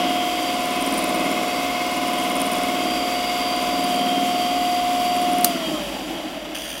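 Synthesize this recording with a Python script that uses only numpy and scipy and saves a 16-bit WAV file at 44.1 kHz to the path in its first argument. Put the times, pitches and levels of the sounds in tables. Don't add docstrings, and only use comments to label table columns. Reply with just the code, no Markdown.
import sys
import numpy as np
from scipy import signal
from scipy.fft import rfft, irfft, next_fast_len
from scipy.io import wavfile
from scipy.ndimage import uniform_filter1d, map_coordinates

SR = 44100
rng = np.random.default_rng(int(sys.argv[2]) if len(sys.argv) > 2 else 0)


def bounce(signal):
    frames = np.transpose(np.atleast_2d(signal))
    limited = np.clip(frames, -1, 1)
    pcm = np.round(limited * 32767).astype(np.int16)
    wavfile.write(sys.argv[1], SR, pcm)


def gain_from_decibels(decibels):
    exponent = np.asarray(decibels, float) / 20
    return 10 ** exponent


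N = 299870
T = np.arange(N) / SR

SHAFT_HZ, BLADE_HZ, BEAT_HZ = 59.652, 18.17, .685
BEAT_TOP_S = 0.937
OFF_S, BRAKE_PER_S, EASE_PER_S2 = 5.45, .51, .06
# t/s, share
VIEW = [(0, 0.62), (.4, 0.33), (1.0, 0.02), (1.8, 0.13), (2.8, 0.29), (3.5, 0.35), (3.68, 0.34),
        (3.84, 0.66), (4.3, 0.78), (4.6, .85), (5.19, 1), (5.45, 0.99), (5.7, 0.79), (6.8, 0.9)]
GEARS_LAW, CASING_LAW, AIR_LAW = (-29, -2.52, 0.76), (-27.5, -3, 1.723), (-35, -0.47, 1.81)

# f/Hz, level/dB per Hz
ROOM_TONE = [(13, -48), (22, -20.5), (54, -1.5), (97, -14), (306, -11.5), (367, -29.5), (400, -17.5),
             (520, -43.5), (880, -120)]
BUMP_S, BUMP_DB, BUMP_LASTS_S = 5.85, 6, .15

# shaft order, level/dB one blade turn below, on the order, one above, two above
GEARS = [(3, -53.8, -45.0, -44.3, -44.7), (4, -46.0, -45.4, -34.9, -37.3), (5, -43.2, -44.7, -40.6, -45.0),
         (6, -46.5, -40.8, -49.1, -51.0), (7, -53.1, -46.5, -56.3, -50.4), (8, -52.3, -44.3, -53.0, -51.9),
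         (9, -90.0, -50.4, -51.0, -50.0), (10, -50.6, -41.7, -45.3, -46.3),
         (11, -49.4, -38.8, -53.0, -55.3), (12, -90.0, -26.0, -71.8, -75.0),
         (13, -54.7, -58.6, -56.2, -90.0), (14, -57.4, -48.5, -63.1, -67.8),
         (15, -69.9, -53.3, -60.0, -69.1), (16, -67.8, -57.6, -59.3, -66.0),
         (17, -48.8, -39.0, -49.2, -57.9), (18, -49.1, -45.3, -43.5, -54.0),
         (19, -48.9, -43.1, -48.4, -79.5), (20, -54.3, -50.1, -55.5, -63.0),
         (21, -56.9, -46.9, -54.8, -59.9), (22, -64.2, -53.2, -60.7, -59.1),
         (23, -56.7, -51.3, -56.6, -60.6), (24, -54.4, -53.6, -62.6, -57.2),
         (25, -64.3, -48.2, -62.4, -90.0), (26, -65.2, -55.7, -65.5, -70.0)]
SWELL_DB, SWELL_LOW_DB, SWELL_LAG = 1.9, 2.5, 0.125
PINION, PINION_SWELL_DB, PINION_LAG, PINION_VIEW_DB = 17, 3, -.15, -4
LOW_VIEW_DB, MID_VIEW_DB = 2.5, -2
# t/s, level/dB
SURGES = [
    (5.71, 5),
    (5.83, 3),
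    (5.97, 4),
    (6.15, 4),
    (6.24, 3),
    (6.37, 3),
    (6.51, 4),
]
SURGE_S = .035
# multiple of shaft speed, level/dB
BEARINGS = [(12.838, -51), (20.269, -49.5), (32.162, -56.5), (34.001, -46.5), (34.768, -49),
            (35.695, -49.5), (35.999, -49), (36.304, -53), (36.998, -50.5), (37.523, -48), (39.0, -49),
            (39.86, -53), (42.884, -46.5), (42.999, -46), (44.335, -51), (47.244, -54.5), (47.839, -45.5),
            (48.647, -47.5), (51.945, -51.5), (52.605, -53), (54.999, -46.5), (59.99, -51.0), (63.327, -52),
            (65.834, -52), (79.447, -56)]
# multiple of shaft speed, level/dB
TEETH = [(10.325, -45.5), (10.719, -51), (10.92, -51.5), (24.448, -52), (35.303, -57), (36.521, -66),
         (36.693, -57), (41.885, -60), (47.001, -54.5), (49.243, -58), (53.194, -60.5), (54.601, -44),
         (55.379, -48.5), (55.608, -49), (55.771, -48), (56.014, -53.5), (57.966, -56), (58.561, -49),
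         (58.967, -55), (59.37, -63), (65.326, -73), (65.837, -69.5), (81.407, -50), (82.191, -54.5),
         (104.868, -54)]
# multiple of shaft speed, level/dB
TEETH_LOW = [(3.654, -50.5), (4.655, -41), (5.324, -42.5)]
# multiple of shaft speed, level/dB
FAINT = [(8.93, -46), (20.53, -56), (33.3, -56), (33.71, -55), (34.29, -55), (37.99, -55), (40.88, -54),
         (41.65, -56), (44.72, -56), (45.08, -55), (46.43, -53), (48.24, -47), (49.91, -55), (51.21, -52),
         (51.62, -53), (56.72, -54), (56.99, -56), (59.38, -55), (70.08, -60), (72.6, -60), (73.46, -59),
         (76.03, -55), (77.75, -58), (80.45, -56), (82.21, -54), (82.89, -57), (84.74, -60), (85.64, -60),
         (86.36, -61), (86.77, -60), (89.07, -61), (90.74, -60), (92.73, -61), (95.21, -61), (120.21, -60)]
FAINT_DB = 3
# multiples of shaft speed; dB facing the blade, change at the motor
SHADED, SHADE_DB = (42.884, 42.999), (4, -15)
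# f/Hz, width/Hz, level/dB
BODY = [(195.2, 67, -6.5), (265, 37, -0.5), (313.3, 20.5, 3.5), (436, 91, -24), (644.5, 152.2, -0.5),
        (834, 30.5, -9), (1072, 100, -10), (1347, 194, -10.5), (1720, 200, -31.5), (2043, 560, -14),
        (2568, 112, -12), (2932, 127, -7.5), (3290, 320, -9.5), (3750, 270, -34.5), (4720, 380, -20.5),
        (5786, 310, -18.5)]
HOOD, HOOD_SHARE = (3050, 700, 0), .45
# f/Hz, width/Hz, grinding level/dB in the drive
DISC_MODES = [(2150, 140, -9), (3185, 130, -10), (4725, 240, -6)]
# t/s, peak level/dB, t/s to lose 10 dB
FLARES = [
    [(.44, -39, 0.21), (1.3, -31.5, .25), (1.75, -31.5, .35), (2.3, -40, 0.34), (2.7, -35, 0.27),
     (3.38, -34.5, 0.26), (4.09, -45.5, 0.2), (5.4, -51.5, 0.24), (6.55, -46, 0.07)],
    [(.1, -28.5, .35), (.95, -37, .3), (2.27, -41, 0.07), (2.92, -30.5, 0.18), (3.7, -37, 0.16),
     (4.1, -26.5, .28), (4.6, -36.5, 0.2), (5.06, -34.5, 0.31), (5.7, -34, .3), (6.29, -41.5, 0.17),
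     (6.8, -38, 0.1)],
    [(.5, -32.5, .1), (1.5, -45, 0.15), (2.27, -41, 0.09), (2.95, -33, .25), (3.42, -29.5, .3),
     (3.82, -31, .28), (4.53, -35, 0.39), (5.06, -33.5, .45), (5.5, -36, 0.25), (5.72, -38, .3),
     (5.95, -40, .3), (6.29, -45, 0.32)],
]
REST_DB = [-56, -56.5, -58.5]
# f/Hz, level/dB per Hz
AIR = [(1500, -16), (2500, -3), (3880, -7), (4020, -11), (4600, -11), (5400, -8.5), (6600, -14.5),
       (7600, -15.5), (8300, -16), (9300, -14), (10200, -11.5), (11500, -16), (13300, -15.5), (14100, -18),
       (15200, -22.5), (15800, -14)]
# f/Hz, width/Hz, level/dB over the air
VENTS = [(6225, 50, 3), (7075, 130, 8.5), (7688, 230, 6.5), (11530, 194, 2), (12900, 300, 1.5),
         (15300, 400, -3.5)]
START_DB, START_S = 3, .1
MESH_DB, MESH_VIEW_DB = -28.5, 7

SINGERS = [53.326, 78.735, 79.466]
# t/s, peak level/dB
SONGS = [
    [(.2, -34), (.45, -37), (.85, -36), (1.3, -40), (1.7, -40), (2.2, -39), (2.95, -35), (3.5, -37),
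     (4.1, -30), (4.45, -35), (4.75, -38), (5.1, -42)],
    [(.1, -46), (.95, -44), (1.55, -42), (1.8, -43), (2.1, -46), (2.6, -49), (3.13, -39), (3.5, -37),
     (3.95, -39), (4.4, -38), (4.65, -41), (5.1, -39)],
    [(.5, -40), (.75, -45), (1.2, -49), (2.2, -48), (2.6, -46), (2.95, -37), (3.3, -36), (3.45, -34),
     (3.75, -36), (4.2, -44), (4.5, -41), (4.75, -40), (5.2, -47)],
]
SONG_FADE_DB_PER_S = 55

# t/s, peak level/dB, brightness/dB
TICKS_FIRST = [(0.0962, -33, -15), (0.1006, -35, -10), (0.1083, -35, -14), (0.1124, -36, -13),
               (0.1178, -36, -14), (0.429, -29, -9), (0.529, -35, -14), (0.5409, -30, -18),
               (0.5454, -33, -12), (0.5958, -32, -13), (0.6072, -32, -15), (0.6462, -35, -15),
               (0.6574, -24, -18), (0.6732, -30, -19), (0.7078, -29, -17), (0.7236, -29, -19),
               (0.7579, -29, -20), (0.7636, -28, -20), (0.8077, -26, -14), (0.8136, -26, -12),
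               (0.8198, -29, -19), (0.8245, -20, -17), (0.8636, -23, -11), (0.8695, -31, -18),
               (0.8748, -21, -20), (0.8859, -32, -17), (0.9249, -20, -14), (0.9366, -29, -11),
               (0.9412, -21, -12), (0.9644, -33, -16), (0.9752, -24, -19), (0.9809, -19, -9),
               (0.9866, -26, -9), (0.9917, -17, -12), (1.0251, -26, -22), (1.0372, -31, -15),
               (1.042, -18, -8), (1.0812, -32, -6), (1.0864, -31, -13), (1.0923, -20, -12),
               (1.1034, -30, -10), (1.1425, -28, -11), (1.1483, -23, -8), (1.159, -23, -13),
               (1.1984, -24, -13), (1.2094, -27, -21), (1.2427, -34, -16), (1.2487, -30, -19),
               (1.2599, -30, -11), (1.3043, -32, -6), (1.3101, -31, -17), (1.3156, -23, -11),
               (1.3771, -33, -17), (1.432, -30, -18), (1.4827, -31, -18), (1.5331, -35, -15),
               (1.6478, -35, -15)]
# t/s, peak level/dB, brightness/dB
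TICKS_SECOND = [(1.8155, -33, -14), (1.8485, -33, -16), (1.8659, -29, -19), (1.9162, -27, -21),
                (1.9205, -35, -15), (1.9659, -33, -16), (1.9704, -26, -22), (2.0172, -32, -17),
                (2.0337, -33, -16), (2.0716, -31, -18), (2.076, -34, -15), (2.0828, -26, -21),
                (2.133, -25, -10), (2.1386, -30, -9), (2.1827, -26, -12), (2.1883, -23, -10),
                (2.2001, -25, -16), (2.2328, -33, -14), (2.2383, -24, -16), (2.2441, -28, -20),
                (2.25, -28, -20), (2.2996, -24, -11), (2.3164, -27, -21), (2.3555, -22, -12),
                (2.3617, -32, -13), (2.3664, -23, -11), (2.3999, -24, -15), (2.4059, -22, -16),
                (2.4168, -16, -9), (2.456, -29, -8), (2.4609, -27, -8), (2.4668, -21, -13),
                (2.4778, -29, -9), (2.5173, -22, -5), (2.5235, -25, -11), (2.5295, -31, -8),
                (2.5337, -21, -13), (2.556, -27, -16), (2.5676, -29, -19), (2.5732, -27, -12),
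                (2.5847, -23, -10), (2.6064, -33, -16), (2.6345, -21, -12), (2.6848, -27, -11),
                (2.7516, -34, -15), (2.7876, -34, -16), (2.908, -32, -17)]
# t/s, peak level/dB, brightness/dB
TICKS_LATE = [(3.2915, -33, -16), (3.5631, -27, -13), (3.6244, -29, -15), (3.6299, -32, -17),
              (3.6744, -32, -14), (3.7914, -29, -9), (3.8365, -34, -10), (3.8417, -24, -5),
              (3.8475, -32, -17), (3.892, -31, -7), (3.8986, -34, -16), (3.9093, -29, -9),
              (3.9432, -31, -9), (3.9478, -28, -6), (3.9534, -33, -8), (3.9598, -26, -9),
              (3.9931, -31, -15), (4.01, -32, -13), (4.0602, -32, -17), (4.2048, -35, -15),
              (4.274, -35, -15), (5.0001, -35, -15), (5.0199, -34, -15), (5.0501, -33, -16),
              (5.1003, -34, -16), (5.1561, -32, -17), (5.1667, -26, -21), (5.2169, -24, -10),
              (5.2287, -31, -18), (5.3173, -33, -16), (5.3235, -30, -18), (5.3284, -33, -16),
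              (5.3337, -24, -15), (5.3671, -31, -14), (5.3841, -23, -7), (5.4113, -24, -1),
              (5.4343, -24, -20)]
# f/Hz, width/Hz, level/dB
RATTLE_MODES = [(9070, 380, 3), (10250, 480, -5), (11500, 550, -7.5), (14050, 400, 4), (15400, 550, 6),
                (8100, 500, 0)]
REBOUND_S, REBOUND_DB = .00088, -5

# t/s, level/dB, length/s
SWITCH = [
    (5.4452, 0, 0.0043),
    (5.4465, -0.5, .003),
    (5.4480, -6, 0.0049),
    (5.454, -19.5, 0.0037),
    (5.4575, -21, .004),
    (5.4665, -27, .006),
    (5.4755, -28, .006),
    (5.4105, -24, .006),
]
# f/Hz, level/dB per Hz
SNAP = [(80, -22), (500, -11), (1200, -9), (2500, -5), (3600, -14), (4300, -4), (5200, -6), (6500, -3.5),
        (8000, -10), (9000, 3), (12000, -5), (14400, -1.5), (15800, -7.5)]

# multiple of shaft speed, level/dB, mode f/Hz
SWEEPS = [(60.1, -36, 3170), (63.55, -40, 3185), (80.6, -43, 3185), (54, -46, 2900), (12.9, -41, 655),
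          (15.5, -40, 640), (18.2, -40.5, 645), (21.2, -43, 650), (6.1, -37.5, 320), (7.1, -41, 300),
          (8.2, -39, 325), (9.4, -42, 315), (10.2, -43, 305)]

DRAG_S, DRAG_DB, DRAG_ATTACK_S, DRAG_SAG_DB_PER_S = 6.544, -33.5, .005, 9
# t/s, peak level/dB
CATCH = [(6.548, -22), (6.5545, -28), (6.571, -26), (6.638, -27), (6.715, -24), (6.728, -28), (6.741, -29),
         (6.796, -27), (6.5845, -20), (6.6062, -23), (6.6198, -21), (6.664, -30), (6.6765, -29.5),
         (6.703, -24.5), (6.7538, -29.5), (6.7806, -27.5)]
# f/Hz, level/dB per Hz
RUB = [(1060, -27), (1800, -5), (2180, -18), (2470, -5.5), (2990, -1.5), (3330, 0), (4190, -28),
       (4720, -6.5), (5360, -19), (5970, -8), (7900, -24), (8910, -10), (11000, -17), (15800, -19)]


def unit(x):
    return x / np.sqrt(np.mean(x ** 2) + 1e-20)


def since(s):
    return np.clip(T - s, 0, None)


def hit(s, db, fall_db_per_s):
    return gain_from_decibels(db - fall_db_per_s * since(s)) * (T >= s)


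def curves(rows):
    s, *cols = np.transpose(rows)
    return [np.interp(T, s, c) for c in cols]


def wobble(rate, through=lambda v: v):
    coarse = T[::128]
    knots = rng.standard_normal(int(N * rate / SR) + 4)
    return np.interp(T, coarse, through(map_coordinates(knots, [coarse * rate])))


def filtered(x, response):
    m = next_fast_len(N + SR // 2)
    return irfft(rfft(x, m) * response(np.fft.rfftfreq(m, 1 / SR)), m)[:N]


def colour(points):
    hz, db = np.transpose(points)
    return lambda f: gain_from_decibels(np.interp(np.log(f + 1), np.log(hz + 1), db))


def noise(response):
    return unit(filtered(rng.standard_normal(N), response))


def modes(rows):
    def response(f):
        return sum((-1) ** k * gain_from_decibels(db) * 1j * f * w / (c * c - f * f + 1j * f * w)
                   for k, (c, w, db) in enumerate(rows))
    return response


def mode_power(f, rows):
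    return sum(np.abs(modes([row])(f)) ** 2 for row in rows)


def body(f):
    power = sum(gain_from_decibels(2 * db) / (1 + ((c * c - f * f) / (f * w + 1e-9)) ** 2) for c, w, db in BODY)
    return np.sqrt(power) / (1 + (130 / (f + 1)) ** 4) / (1 + (f / 7000) ** 6)


def sine(turns):
    return 2 ** .5 * np.sin(2 * np.pi * turns)


def tone(turns, db, steady_hz):
    return gain_from_decibels(db) * 2 ** .5 / body(steady_hz) * np.sin((2 * np.pi * (turns % 1)).astype(np.float32))


def speed():
    coast = since(OFF_S)
    return 1 - BRAKE_PER_S * coast + EASE_PER_S2 * coast ** 2


def level(facing_db, turned_db, power=0):
    return facing_db + turned_db * curves(VIEW)[0] + power * 20 * np.log10(speed())


def room():
    bump_db = BUMP_DB * np.exp(-((T - BUMP_S) / BUMP_LASTS_S) ** 2)
    hum = gain_from_decibels(-54.5 + 2 * wobble(6.4) + bump_db) * np.sin(2 * np.pi * 49.5 * T + 0.42 * wobble(7)) * 2 ** .5
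    windings = gain_from_decibels(-53) * sine(120 * T) * (T < 5.447)
    return hum + windings + gain_from_decibels(-53.5) * noise(colour(ROOM_TONE))


def afloat():
    return np.minimum(9 * since(OFF_S), 1) * 3.8 * wobble(25)


def surges():
    return sum(db * np.exp(-((T - s) / SURGE_S) ** 2) for s, db in SURGES)


def gear_tones(shaft, blade, beat):
    low, middle, upper = np.zeros((3, N))
    view, = curves(VIEW)
    coast, surge_db = since(OFF_S), surges()
    for order, *levels in GEARS:
        depth_db = SWELL_DB + SWELL_LOW_DB / (order - 2) ** 2 if order < 12 else .6
        lag, turned_db, coast_db = SWELL_LAG, 0, 0
        if order < 7:
            turned_db = LOW_VIEW_DB
        elif 7 < order < 11:
            turned_db = MID_VIEW_DB
        elif order == PINION:
            depth_db, lag, turned_db = PINION_SWELL_DB, PINION_LAG, PINION_VIEW_DB
        if order < 8:
            coast_db = 1.5 * surge_db
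        elif order < 14:
            coast_db = np.where(coast < .6, -8 * coast, 1.5 * surge_db + 1)
        swell_db = depth_db * np.cos(2 * np.pi * (beat - lag))
        sway = gain_from_decibels(.9 * wobble(2.9) + swell_db + turned_db * (view - .35) + coast_db)
        group = low if order < 14 else middle if order < 21 else upper
        start = rng.random()
        spread = .5 if order < 9 else 1
        for side, db in zip(range(-1, 3), levels):
            if (order, side) != (12, 0) and db > -58:
                turns = order * shaft + side * blade + start + spread * rng.random()
                group += sway * tone(turns, db, order * SHAFT_HZ + side * BLADE_HZ)
    low *= gain_from_decibels(-8 * coast - 4 * np.minimum(8 * coast, 1) + .6 * afloat())
    dip_db = -2.5 * np.sin(np.pi * np.minimum(coast / .45, 1))
    middle *= gain_from_decibels(-10 * coast + dip_db - 25 * np.clip(coast - .95, 0, None) + afloat())
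    upper *= gain_from_decibels(-2 * np.minimum(5 * coast, 1) - 45 * np.clip(coast - .65, 0, None) + afloat())
    return low, middle, upper


def bearing_tones(shaft):
    view, = curves(VIEW)
    sound = np.zeros(N)
    for multiple, db in BEARINGS + TEETH + TEETH_LOW + [(m, db + FAINT_DB) for m, db in FAINT]:
        if multiple in SHADED:
            db = db + SHADE_DB[0] + SHADE_DB[1] * view
        turns = multiple * shaft + 0.0748 * wobble(6) + rng.random()
        sound += wobble(3.98, lambda v: gain_from_decibels(2.16 * v)) * tone(turns, db, multiple * SHAFT_HZ)
    return sound * gain_from_decibels(-22 * since(OFF_S) + afloat())


def worn(turns, size):
    return rng.standard_normal(size)[(turns % 1 * size).astype(int)]


def grinding(shaft, blade, beat):
    lash_db = 0.92 * np.cos(2 * np.pi * blade) + 0.89 * np.cos(2 * np.pi * shaft)
    lash_db += 0.68 * np.cos(2 * np.pi * (beat - SWELL_LAG)) + 5.91 * since(OFF_S)
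    marks = 0.5 * worn(shaft, size=2048) + 0.363 * worn(blade, size=8192)
    return gain_from_decibels(lash_db) * (filtered(marks, lambda f: f > 1500) + 0.919 * rng.standard_normal(N))


def disc(drive, grind, blade):
    sound = np.zeros(N)
    for (hz, width, grind_db), flares, rest_db in zip(DISC_MODES, FLARES, REST_DB):
        flare_db = np.max([db - 10 * np.abs(T - s) / fade for s, db, fade in flares], axis=0)
        throb_db = 4 * (hz < 3000) * np.cos(2 * np.pi * blade)
        sing = gain_from_decibels(rest_db) + gain_from_decibels(flare_db + 1.1 * wobble(7) + throb_db)
        ring = filtered(drive + gain_from_decibels(grind_db) * grind, lambda f: modes([(hz, width, 0)])(f) ** 2)
        ring /= np.sqrt(uniform_filter1d(ring ** 2, size=SR // 6) + 1e-12)
        sound += gain_from_decibels(-5.5 - 4 * (hz > 3000) * (T < OFF_S)) * sing * ring
    return sound


def air(shaft):
    gusts = gain_from_decibels(0.66 * np.cos(6 * np.pi * shaft) + 0.67 * wobble(20))
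    hiss = noise(lambda f: colour(AIR)(f) * np.sqrt(1 + mode_power(f, VENTS)))
    return gain_from_decibels(level(*AIR_LAW) + 1.5) * gusts * hiss


def motor(shaft, beat):
    blade = shaft * BLADE_HZ / SHAFT_HZ
    view, = curves(VIEW)
    low, middle, upper = gear_tones(shaft, blade, beat)
    high = bearing_tones(shaft) + middle + upper
    grind = grinding(shaft, blade, beat)

    def below(f):
        return 1 / (1 + (f / 900) ** 6)

    def beside_disc(f):
        return body(f) * (1 - 0.566 * mode_power(f, [(hz, w, 0) for hz, w, _ in DISC_MODES[1:]]))

    rumble = gain_from_decibels(-15 - 2.5 * since(OFF_S) + .8 * surges()) * filtered(grind, below)
    gears = gain_from_decibels(level(*GEARS_LAW) + 29.5) * (low + rumble)
    scrape = gain_from_decibels(-14) * filtered(grind, lambda f: 1 - below(f))
    casing = gain_from_decibels(level(*CASING_LAW) + 28) * (high + scrape)
    sound = gain_from_decibels(START_DB * np.exp(-(T / START_S) ** 2)) * filtered(gears + casing, beside_disc)
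    hood = filtered(casing, lambda f: body(f) * mode_power(f, [HOOD]))
    sound += HOOD_SHARE * np.clip(view / .35 - 1, -1, .4) * hood
    return sound + disc(high, grind, blade) + air(shaft)


def mesh(shaft):
    fade_db = -23 * since(OFF_S) - 60 * since(5.92) - 60 * np.minimum(since(5.47), .07)
    fade_db += 1.5 * np.minimum(9 * since(OFF_S), 1) * wobble(22)
    return gain_from_decibels(level(MESH_DB, MESH_VIEW_DB) + fade_db + 0.43 * wobble(12)) * sine(12 * shaft)


def singers(shaft):
    sound = np.zeros(N)
    for multiple, song in zip(SINGERS, SONGS):
        db = np.max([top - SONG_FADE_DB_PER_S * np.abs(T - s) for s, top in song], axis=0) + 1.2 * wobble(12)
        sound += gain_from_decibels(db + 1) * sine(multiple * shaft + .06 * wobble(9))
    return sound


def rattle(beat):
    s, db, bright_db = np.transpose(TICKS_FIRST + TICKS_SECOND + TICKS_LATE)
    at = np.round(s * SR).astype(int)
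    above = curves(VIEW)[0][at]
    count = len(RATTLE_MODES)
    sign = (-1) ** np.arange(count)
    ticks = np.zeros((count, N))
    strength = gain_from_decibels(db[:, None] + 1.5 * rng.standard_normal((len(s), count))) * sign
    bright_db = bright_db + 1.2 * above
    mode_db = [.3 * above, 3 * above, 4 * above, bright_db, bright_db, -16 + 11 * above]
    ticks[:, at] = strength.T * gain_from_decibels(mode_db)
    chatter = gain_from_decibels(-46.0 + 3.2 * np.cos(2 * np.pi * beat) + 3.5 * rng.standard_normal(N))
    chatter = chatter * (rng.random(N) < 150 / SR) * (T < OFF_S)
    ticks += chatter * gain_from_decibels([[-4], [0], [3], [-12], [-14], [-8]]) * sign[:, None]
    ticks = ticks + gain_from_decibels(REBOUND_DB) * np.roll(ticks, round(REBOUND_S * SR), axis=1)
    steel = modes([(11000, 8000, 0)])
    sound = np.zeros(N)
    for tick, ring in zip(ticks, RATTLE_MODES):
        sound += SR / (2 * np.pi * ring[1]) * filtered(tick, lambda f: modes([ring])(f) * steel(f) ** 2)
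    return sound


def switch():
    shape = sum(hit(s, db - 2.5, 30 / life) for s, db, life in SWITCH)
    shape += hit(5.448, -28.5, 60 / .26)
    knock = hit(5.4455, -6, 60 / 0.0113) * rng.standard_normal(N)
    disc_ring = hit(5.4455, -30, 60 / .2) * np.sin(2 * np.pi * 4715 * T + 1.5 * wobble(90))
    return shape * noise(colour(SNAP)) + filtered(knock, body) + disc_ring


def sweeps(shaft):
    sound, off = np.zeros(N), T > OFF_S
    share = speed()[off]
    for multiple, db, mode_hz in SWEEPS:
        turns = multiple * shaft + .14 * wobble(30)
        mode = modes([(mode_hz, min(300, mode_hz / 3), 0)])
        near = np.abs(mode(multiple * SHAFT_HZ * share)) ** 4
        sound[off] += gain_from_decibels(db + 3.5 * wobble(30)[off]) * near * sine(turns[off])
    return sound


def drag(shaft):
    age = since(DRAG_S)
    pulse_db = 2.5 * np.cos(2 * np.pi * (3 * shaft - .07))
    rub = gain_from_decibels(DRAG_DB - DRAG_SAG_DB_PER_S * age + pulse_db + 1.46 * wobble(60))
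    rub *= np.minimum(age / DRAG_ATTACK_S, 1)
    rub += sum(hit(s, db - 10.0, 60 / 0.015) for s, db in CATCH)
    return rub * noise(colour(RUB))


def scene():
    shaft = np.cumsum(SHAFT_HZ * speed()) / SR
    beat = BEAT_HZ * (np.minimum(T, OFF_S) - BEAT_TOP_S)
    running = room() + motor(shaft, beat) + mesh(shaft) + singers(shaft) + rattle(beat)
    stopping = switch() + sweeps(shaft) + drag(shaft)
    return (running + stopping)[None]


def top_cut(x):
    return signal.sosfilt(signal.butter(12, 15830, fs=SR, output="sos"), x)


def record(dry):
    band = filtered(dry[0], lambda hz: np.clip((15880 - hz) / 120, 0, 1))
    return top_cut(np.clip(band, -1, 1)[None])


dry = scene()
out = record(dry)
bounce(out)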